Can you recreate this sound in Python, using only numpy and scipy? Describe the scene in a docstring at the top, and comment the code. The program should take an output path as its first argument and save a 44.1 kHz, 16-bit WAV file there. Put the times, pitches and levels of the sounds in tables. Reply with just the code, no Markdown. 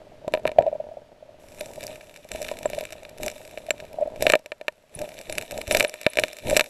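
"""River bed, heard from a waterproof camera case under water: a gloved hand digs through gravel.
Each stroke pushes water ahead of it, scrapes grit and sand and knocks stones together; loose grit
trickles back in between. Water rumbles and glugs, tiny bubbles ping. All of it arrives
through the case, which rings briefly with a hollow note near 610 Hz. A faint hiss lies underneath."""
import sys
import numpy as np
from scipy import signal
from scipy.fft import rfft, irfft
from scipy.io import wavfile

SR = 44100
rng = np.random.default_rng(int(sys.argv[2]) if len(sys.argv) > 2 else 0)


def wrap_up_sound(samples):
    """Save the sound to the file named by the first command line argument, as 16-bit audio."""
    columns = np.atleast_2d(samples).T
    # keep every value between -1 and 1, then stretch to whole-number steps
    tamed = np.clip(columns, -1, 1)
    steps = np.round(tamed * 32767).astype(np.int16)
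    wavfile.write(sys.argv[1], SR, steps)


N = 295029

# case modes, wall (thud), stiffer (clack), highest (crack): (frequency [Hz], gain [dB], t60 [s])
THUD_MODES = [(450, -29.5, 0.018), (611.3, -0.5, 0.034), (960, -19, 0.037)]
CLACK_MODES = [(1190, -9.5, 0.005), (1697, -19.5, 0.015), (1812, -18, 0.025), (2363, -9.5, 0.016),
               (2620, -9.5, 0.0097), (2888, -7.5, 0.0053), (3660, -8, 0.007), (4080, -17.5, 0.017)]
CRACK_MODES = [(4540, -3, 0.0033), (5720, 4, 0.0041), (6280, -1.5, 0.0054), (7590, 6, 0.0037),
               (8200, 2.5, 0.0047), (9320, 2, 0.0024), (11100, 11, 0.0016), (13000, 17, 0.00045)]
# bands where the walls cancel: (centre [Hz], width [Hz])
CASE_NOTCHES = [(1130, 165), (1430, 90), (3250, 220), (8550, 450)]
# background water rumble, dipping after the loud knock at 4.3 s: (time [s], level [dB])
RUMBLE = [(0.0, -54), (0.7, -52), (1.15, -61), (1.65, -50), (2.2, -59), (2.9, -53.5), (3.4, -55.5),
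          (4.3, -47.5), (4.42, -64), (4.88, -68), (4.96, -53), (6.68, -73)]
# noise spectra of water, hiss and glove: (frequency [Hz], relative density [dB])
SLOSH_SPECTRUM = [(20, 6), (45, -3), (90, -1), (180, -3), (320, -5), (500, -3), (800, -38.5), (1500, -53.5)]
HISS_SPECTRUM = [(100, -26), (900, -7), (2700, -9.5), (5000, -17), (10000, -26.5), (15000, -21.5)]
SCUFF_SPECTRUM = [(60, -25.5), (180, -9.5), (330, -2), (480, -0.5), (620, 11.5), (780, -7), (940, -21.5),
                  (1200, -58.5)]
# hand and heavy stones pushing into the bed: (time [s], peak [dB], pitch [Hz])
THUMPS = [(0.278, -28.5, 165), (0.594, -27, 96), (2.343, -38, 36), (4.965, -36, 89), (5.684, -30.5, 50.3),
          (6.066, -17, 193), (6.46, -27.5, 85)]
# larger stones colliding: (time [s], thud drive [dB], clack drive [dB], crack drive [dB])
STONE_KNOCKS = [(0.2795, -14, -33, -35), (0.3383, -6.5, -8.5, -28), (0.3495, -10.5, -18, -41),
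                (0.374, -19, -29.5, -57), (0.4538, -7, -21.5, -53), (0.468, -35, -27, -35.5),
                (0.4762, -26, -14, -28), (0.4922, -16.5, -28, -50), (0.5167, -19, -30.5, -41),
                (0.585, -26, -24.5, -46), (0.6233, -36, -25.5, -45), (0.6655, -29, -38, -47),
                (1.8372, -26.5, -33, -21.5), (1.6092, -24, -23.5, -23.5), (1.8669, -35, -42, -20.5),
                (2.0098, -37, -33.5, -52), (2.161, -51, -33, -38), (2.3167, -26.5, -21, -23.5),
                (2.448, -28, -27, -27), (2.488, -30, -20.5, -32), (2.5145, -14.5, -27.5, -31),
                (2.6565, -10, -27.5, -64), (2.733, -22, -24.5, -34), (2.809, -22, -25, -25.5),
                (2.8526, -36, -25.5, -27), (2.924, -34.5, -29, -29), (3.0511, -34, -27.5, -41),
                (3.2622, -44, -30, -16), (3.281, -30, -19, -17.5), (3.575, -24.5, -24.5, -40),
                (3.7066, -15, -6.5, -16.5), (3.8015, -31, -25, -37), (4.1601, -32, -33, -39),
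                (4.2235, -15, -16, -13.5), (4.2672, -7, -2, -17), (4.2995, -9, -1, -14.5),
                (4.3208, -31, -13, -13), (4.3363, -2, 1.5, -29.5), (4.3538, -12, -8.5, -22),
                (4.46, -25.5, -27.5, -32), (4.5193, -20.5, -18, -36.5), (4.6124, -26.5, -25.5, -40),
                (4.682, -14, -8, -25.5), (5.2971, -24.5, -23.5, -22.5), (5.325, -24, -23, -22),
                (5.3822, -24, -12, -15.5), (5.5101, -27.5, -23, -23.5), (5.615, -34, -22.5, -31),
                (5.7109, -12, -8, -16), (5.7234, -21, -22, -14), (5.7484, -6, -6, -11),
                (5.7702, -26, -10.5, -8), (5.7984, -40, -12.5, -8.5), (5.8069, -13, -5.5, -18),
                (5.8478, -10.5, -8.5, -22), (5.9401, -25, -23.5, -35), (6.0652, -6, -4.5, -21),
                (6.1715, -12.5, -15, -16.5), (6.1869, -9.5, -6.5, -22), (6.1967, -12, -13, -12.5),
                (6.2368, -9, -6.5, -17.5), (6.5665, -7.5, -4, -7.5), (6.5715, -22, -8.5, -6.5),
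                (6.5951, -31, -5, -16), (6.609, -9, -6.5, -11.5)]
# hand strokes: (start [s], hold [s], gravel [dB], pushed water [dB])
STROKES = [(0.341, 0.011, -54.5, -41), (0.463, 0.014, -61, -39.5), (1.606, 0.03, -50.5, -61),
           (1.79, 0.16, -51, -49.5), (2.329, 0.19, -45.5, -46), (2.505, 0.2, -55.5, -46),
           (2.75, 0.026, -49, -43.5), (3.23, 0.035, -40.5, -38), (4.222, 0.086, -40.5, -36.5),
           (5.002, 0.041, -52, -41.5), (5.302, 0.13, -49.5, -44), (5.54, 0.07, -47, -41),
           (5.71, 0.097, -34, -35.5), (6.201, 0.046, -44, -40), (6.481, 0.098, -35.5, -31.5)]
# loose grains trickling back: (time [s], grit [dB], sand [dB])
TRICKLE = [(1.385, -87, -90), (1.405, -66, -61), (1.7, -57.5, -52.5), (2.25, -60, -62.5),
           (2.8, -47.5, -52.5), (3.15, -61, -67), (3.35, -53.5, -53), (3.8, -58.5, -61.5),
           (4.15, -68.5, -70), (4.45, -78.5, -71.5), (4.91, -73.5, -71), (4.95, -53, -54), (5.9, -50, -55),
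           (6.1, -47.5, -56), (6.68, -52.5, -51.5)]
# tiny bubbles: (time [s], level [dB], pitch [Hz])
BUBBLES = [(0.38, -43, 11440), (1.595, -31, 9380), (2.334, -34, 7350), (2.658, -20.5, 7600),
           (3.706, -13.5, 7400), (4.95, -22.5, 9820), (5.325, -23, 9870), (5.381, -23, 9600),
           (5.725, -16, 9700), (5.879, -24, 9750), (6.1, -27.5, 9870)]
# water glugs on the case: (time [s], peak [dB], pitch [Hz], swell [s])
GLUGS = [(0.588, 0, 645, 0.0032), (0.602, -16.5, 683, 0.005), (0.64, -21, 635, 0.0049),
         (0.667, -13.5, 625, 0.0029), (0.679, -12, 615, 0.006), (0.73, -16.5, 605, 0.0035),
         (0.754, -25, 597, 0.00494), (0.803, -20, 618, 0.0043), (0.851, -36, 590, 0.0044),
         (0.918, -30.5, 646, 0.006), (0.972, -26.5, 613, 0.0031), (1.228, -33, 600, 0.0032),
         (1.293, -37, 619, 0.0039), (2.417, -22, 607, 0.005), (2.783, -17.5, 606, 0.0039),
         (3.689, -23.5, 642, 0.0044), (3.988, -18, 648, 0.00333), (4.015, -16.5, 610, 0.0046),
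         (4.027, -12.5, 609, 0.0064), (4.078, -21, 620, 0.0044), (4.256, -16, 660, 0.0035),
         (5.023, -24.5, 623, 0.005), (5.841, -18.5, 548, 0.0042), (6.532, -12.5, 575, 0.0055)]


def from_db(db):
    return 10 ** (np.asarray(db) / 20)


def unit_rms(x):
    return x / np.sqrt(np.mean(x ** 2) + 1e-20)


def clicks(times_s, heights):
    """Single-sample impulses."""
    out = np.zeros(N)
    np.add.at(out, np.clip(np.round(times_s * SR).astype(int), 0, N - 1), heights)
    return out


def add(out, time_s, sound):
    start = int(time_s * SR)
    out[start:start + len(sound)] += sound[:N - start]


def butter(x, hz, kind, order=2):
    return signal.sosfilt(signal.butter(order, hz, kind, fs=SR, output="sos"), x)


def noise(spectrum):
    """Coloured noise, rms 1."""
    hz, db = np.transpose(spectrum)
    bins_hz = np.maximum(np.fft.rfftfreq(N, 1 / SR), 1)
    gain = from_db(np.interp(np.log(bins_hz), np.log(hz), db))
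    return unit_rms(irfft(rfft(rng.standard_normal(N)) * gain, N))


def gain_curve(rows, column=1):
    """A dB column as gain per sample."""
    columns = np.transpose(rows)
    return from_db(np.interp(np.arange(N) / SR, columns[0], columns[column]))


def swell(start_s, hold_s, rise_db_per_s, fall_db_per_s):
    """Attack, hold, release as gain per sample."""
    t = np.arange(N) / SR
    db = np.minimum((t - start_s) * rise_db_per_s, (start_s + hold_s - t) * fall_db_per_s)
    return from_db(np.clip(db, -120, 0))


def grains(per_s, spread_db):
    """Random tiny impulses: many weak, few strong."""
    sizes = from_db(spread_db * np.minimum(rng.exponential(1, N), 4))
    return sizes * rng.choice([-1, 1], N) * (rng.random(N) < per_s / SR)


def ring(drive, hz, t60_s):
    """One mode: a unit impulse starts a decaying unit sine."""
    r, w = from_db(-60 / (t60_s * SR)), 2 * np.pi * hz / SR
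    return signal.lfilter([0, np.sin(w)], [1, -2 * r * np.cos(w), r * r], drive + 1e-18)


def case_ring(drive, modes):
    """One force rings all modes; neighbours swing in opposite senses."""
    return sum(from_db(db) * (-1) ** k * ring(drive, hz, t60_s)
               for k, (hz, db, t60_s) in enumerate(modes))


def case_patter(drive, modes, scatter):
    """Each grain rings each mode with its own strength; rms 1."""
    out = np.zeros(N)
    for k, (hz, db, t60_s) in enumerate(modes):
        uneven = drive * (1 + scatter * rng.standard_normal(N))
        out += from_db(db) * (-1) ** k * ring(uneven, hz, t60_s)
    return unit_rms(out)


def water(push, bow_lead_s=0.014, gurgle_db=6, wake_db=-23):
    """Eddies rumble, the bow wave leads the gravel; eddies, strokes and wakes make the walls gurgle."""
    rumble = gain_curve(RUMBLE)
    bow_wave = np.interp(np.arange(N) + bow_lead_s * SR, np.arange(N), push)
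    wakes = [from_db(db + wake_db) * swell(time_s, 0, rise_db_per_s=900, fall_db_per_s=121)
             for time_s, db, _, _ in GLUGS]
    gurgle = np.hypot(from_db(gurgle_db) * np.hypot(rumble, push), np.max(wakes, axis=0))
    walls = case_patter(grains(per_s=260, spread_db=4.5), THUD_MODES, scatter=0.41)
    return np.hypot(rumble, bow_wave) * noise(SLOSH_SPECTRUM) + gurgle * walls


def hiss(median_db=-61.5, db_per_rumble_db=0.43):
    """Faint hiss that dips with the background rumble."""
    rumble = gain_curve(RUMBLE)
    return from_db(median_db) * (rumble / np.median(rumble)) ** db_per_rumble_db * noise(HISS_SPECTRUM)


def thumps():
    """A heavy push shoves the water once out, once back."""
    out, t = np.zeros(N), np.arange(-SR // 25, SR // 25) / SR
    for time_s, db, hz in THUMPS:
        phase = 2 * np.pi * hz * t
        add(out, time_s + t[0], from_db(db) * phase * np.exp((1 - phase ** 2) / 2))
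    return out


def strike(times_s, level_db, modes, scatter_db=2.5, tilt_db_per_oct=0):
    """Blows start all modes at once, in a slightly different mix each time."""
    jitter_db = scatter_db * rng.standard_normal((len(times_s), len(modes)))
    octaves = np.log2([hz for hz, _, _ in modes])
    drive_db = np.c_[level_db] + np.outer(tilt_db_per_oct, octaves - octaves.mean()) + jitter_db
    return sum(ring(clicks(times_s, from_db(db + drive_db[:, k])), hz, t60_s)
               for k, (hz, db, t60_s) in enumerate(modes))


def crush(times_s, energy_db, decay_s):
    """Rough faces crush grains: one short noise burst per contact."""
    r = np.exp(-1 / (decay_s * SR))
    fade = signal.lfilter([np.sqrt(1 - r * r)], [1, -r], clicks(times_s, from_db(energy_db)) + 1e-18)
    return fade * rng.standard_normal(N)


def stones(knocks):
    """Each knock sends a pressure spike into the case, roughened by crushed grains."""
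    times_s, thud_db, clack_db, crack_db = np.transpose(knocks)
    tilt = 0.66 * np.clip(crack_db - clack_db + 15.5, -20, 10)   # hard contact favours high modes
    thud = strike(times_s, thud_db + 1, THUD_MODES)
    clack = strike(times_s, clack_db + 3, CLACK_MODES, tilt_db_per_oct=tilt)
    crunch = case_ring(crush(times_s, clack_db - 14, decay_s=0.0014), CLACK_MODES)
    crack = case_ring(crush(times_s, crack_db - 7, decay_s=0.0013), CRACK_MODES)
    body = butter(clack + crunch, 2900, "low")   # stones touch longer than grit
    # too little water moves to carry bass
    return butter(thud, 370, "high") + butter(body, 1000, "high") + butter(crack, 3100, "high")


def digging(stroke_sand_db=-3):
    """The glove bites fast and eases off: envelopes of gravel, sand and pushed water."""
    drag, push = 0, 0
    for start_s, hold_s, gravel_db, water_db in STROKES:
        stroke = swell(start_s, hold_s, rise_db_per_s=463, fall_db_per_s=304)
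        drag = np.maximum(drag, from_db(gravel_db) * stroke)
        push = np.maximum(push, from_db(water_db) * stroke)
    gravel = np.hypot(gain_curve(TRICKLE), drag)
    sand = np.hypot(gain_curve(TRICKLE, column=2), from_db(stroke_sand_db) * drag)
    return gravel, sand, push


def pebble_knocks(gravel, per_s=20, above_gravel_db=19, spread_db=1.5, ceiling_db=-19.5):
    """Pebbles click unevenly, as hard as the gravel moves; rows as in STONE_KNOCKS."""
    time_jitter, clack_jitter, thud_jitter, crack_jitter = rng.standard_normal((400, 4)).T
    times_s = (np.arange(len(time_jitter)) + 0.5 * time_jitter) / per_s
    gravel_db = 20 * np.log10(np.interp(times_s * SR, np.arange(N), gravel))
    clack_db = np.minimum(gravel_db + above_gravel_db + spread_db * clack_jitter, ceiling_db)
    thud_db = clack_db - 6 + spread_db * thud_jitter
    crack_db = clack_db + 1 + spread_db * crack_jitter
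    rows = np.c_[times_s, thud_db, clack_db, crack_db]
    return rows[(times_s > 0) & (times_s < N / SR)]


def scraping(gravel, sand, grit_db=-1, scuff_db=1):
    """Grit ticks, sand fizzes, the glove scuffs dully through the bed."""
    coarse = unit_rms(grains(per_s=600, spread_db=5))
    fine = unit_rms(grains(per_s=9000, spread_db=3.5))
    grit = butter(coarse + 0.41 * fine, 1900, "high", order=1)
    ticks = case_patter(grit, CLACK_MODES, scatter=0.74)
    fizz = butter(case_patter(0.5 * coarse + fine, CRACK_MODES, scatter=0.98), 4700, "high")
    scuff = from_db(scuff_db) * noise(SCUFF_SPECTRUM)
    return from_db(grit_db) * gravel * ticks + sand * (fizz + scuff)


def bubbles(attack_s=0.001, t60_s=0.023, rise_per_t60=0.014):
    """Bubbles freed from the gravel ring, rising slightly in pitch."""
    out, t = np.zeros(N), np.arange(SR // 10) / SR
    envelope = from_db(-60 * t / t60_s) * (1 - np.exp(-t / attack_s))
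    for time_s, db, hz in BUBBLES:
        phase = 2 * np.pi * hz * t * (1 + rise_per_t60 * t / t60_s / 2)
        add(out, time_s, from_db(db) * envelope * np.sin(phase))
    return out


def glugs(rasp_db=-39):
    """Soft pushes of water swell for a few cycles near the case's hollow note, with a faint rasp."""
    out, t = np.zeros(N), np.arange(SR // 20) / SR
    for time_s, db, hz, swell_s in GLUGS:
        envelope = (t / swell_s * np.exp(1 - t / swell_s)) ** 2
        add(out, time_s - swell_s, from_db(db) * envelope * np.sin(2 * np.pi * hz * t))
    rasp = butter(case_ring(out * rng.standard_normal(N), CLACK_MODES), 2300, "low")
    return out + from_db(rasp_db) * rasp


def case_notches(x):
    """The case swallows narrow bands between its modes."""
    for hz, width_hz in CASE_NOTCHES:
        x = signal.lfilter(*signal.iirnotch(hz, hz / width_hz, fs=SR), x)
    return x


def scene():
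    """Stones, grit and water through the case, over hiss; mono."""
    gravel, sand, push = digging()
    knocks = np.vstack([STONE_KNOCKS, pebble_knocks(gravel)])
    river = scraping(gravel, sand) + water(push) + glugs() + bubbles() + thumps() + stones(knocks)
    return (case_notches(river) + hiss())[None]


def record(dry):
    """Treble roll-off, clipping at full scale, steep band edge."""
    rolloff_hz, edge_hz = 12000, 16200
    clipped = np.clip(butter(dry, rolloff_hz, "low", order=5), -1, 1)
    return signal.sosfilt(signal.ellip(10, 0.1, 80, edge_hz, fs=SR, output="sos"), clipped)


dry = scene()
out = record(dry)
wrap_up_sound(out)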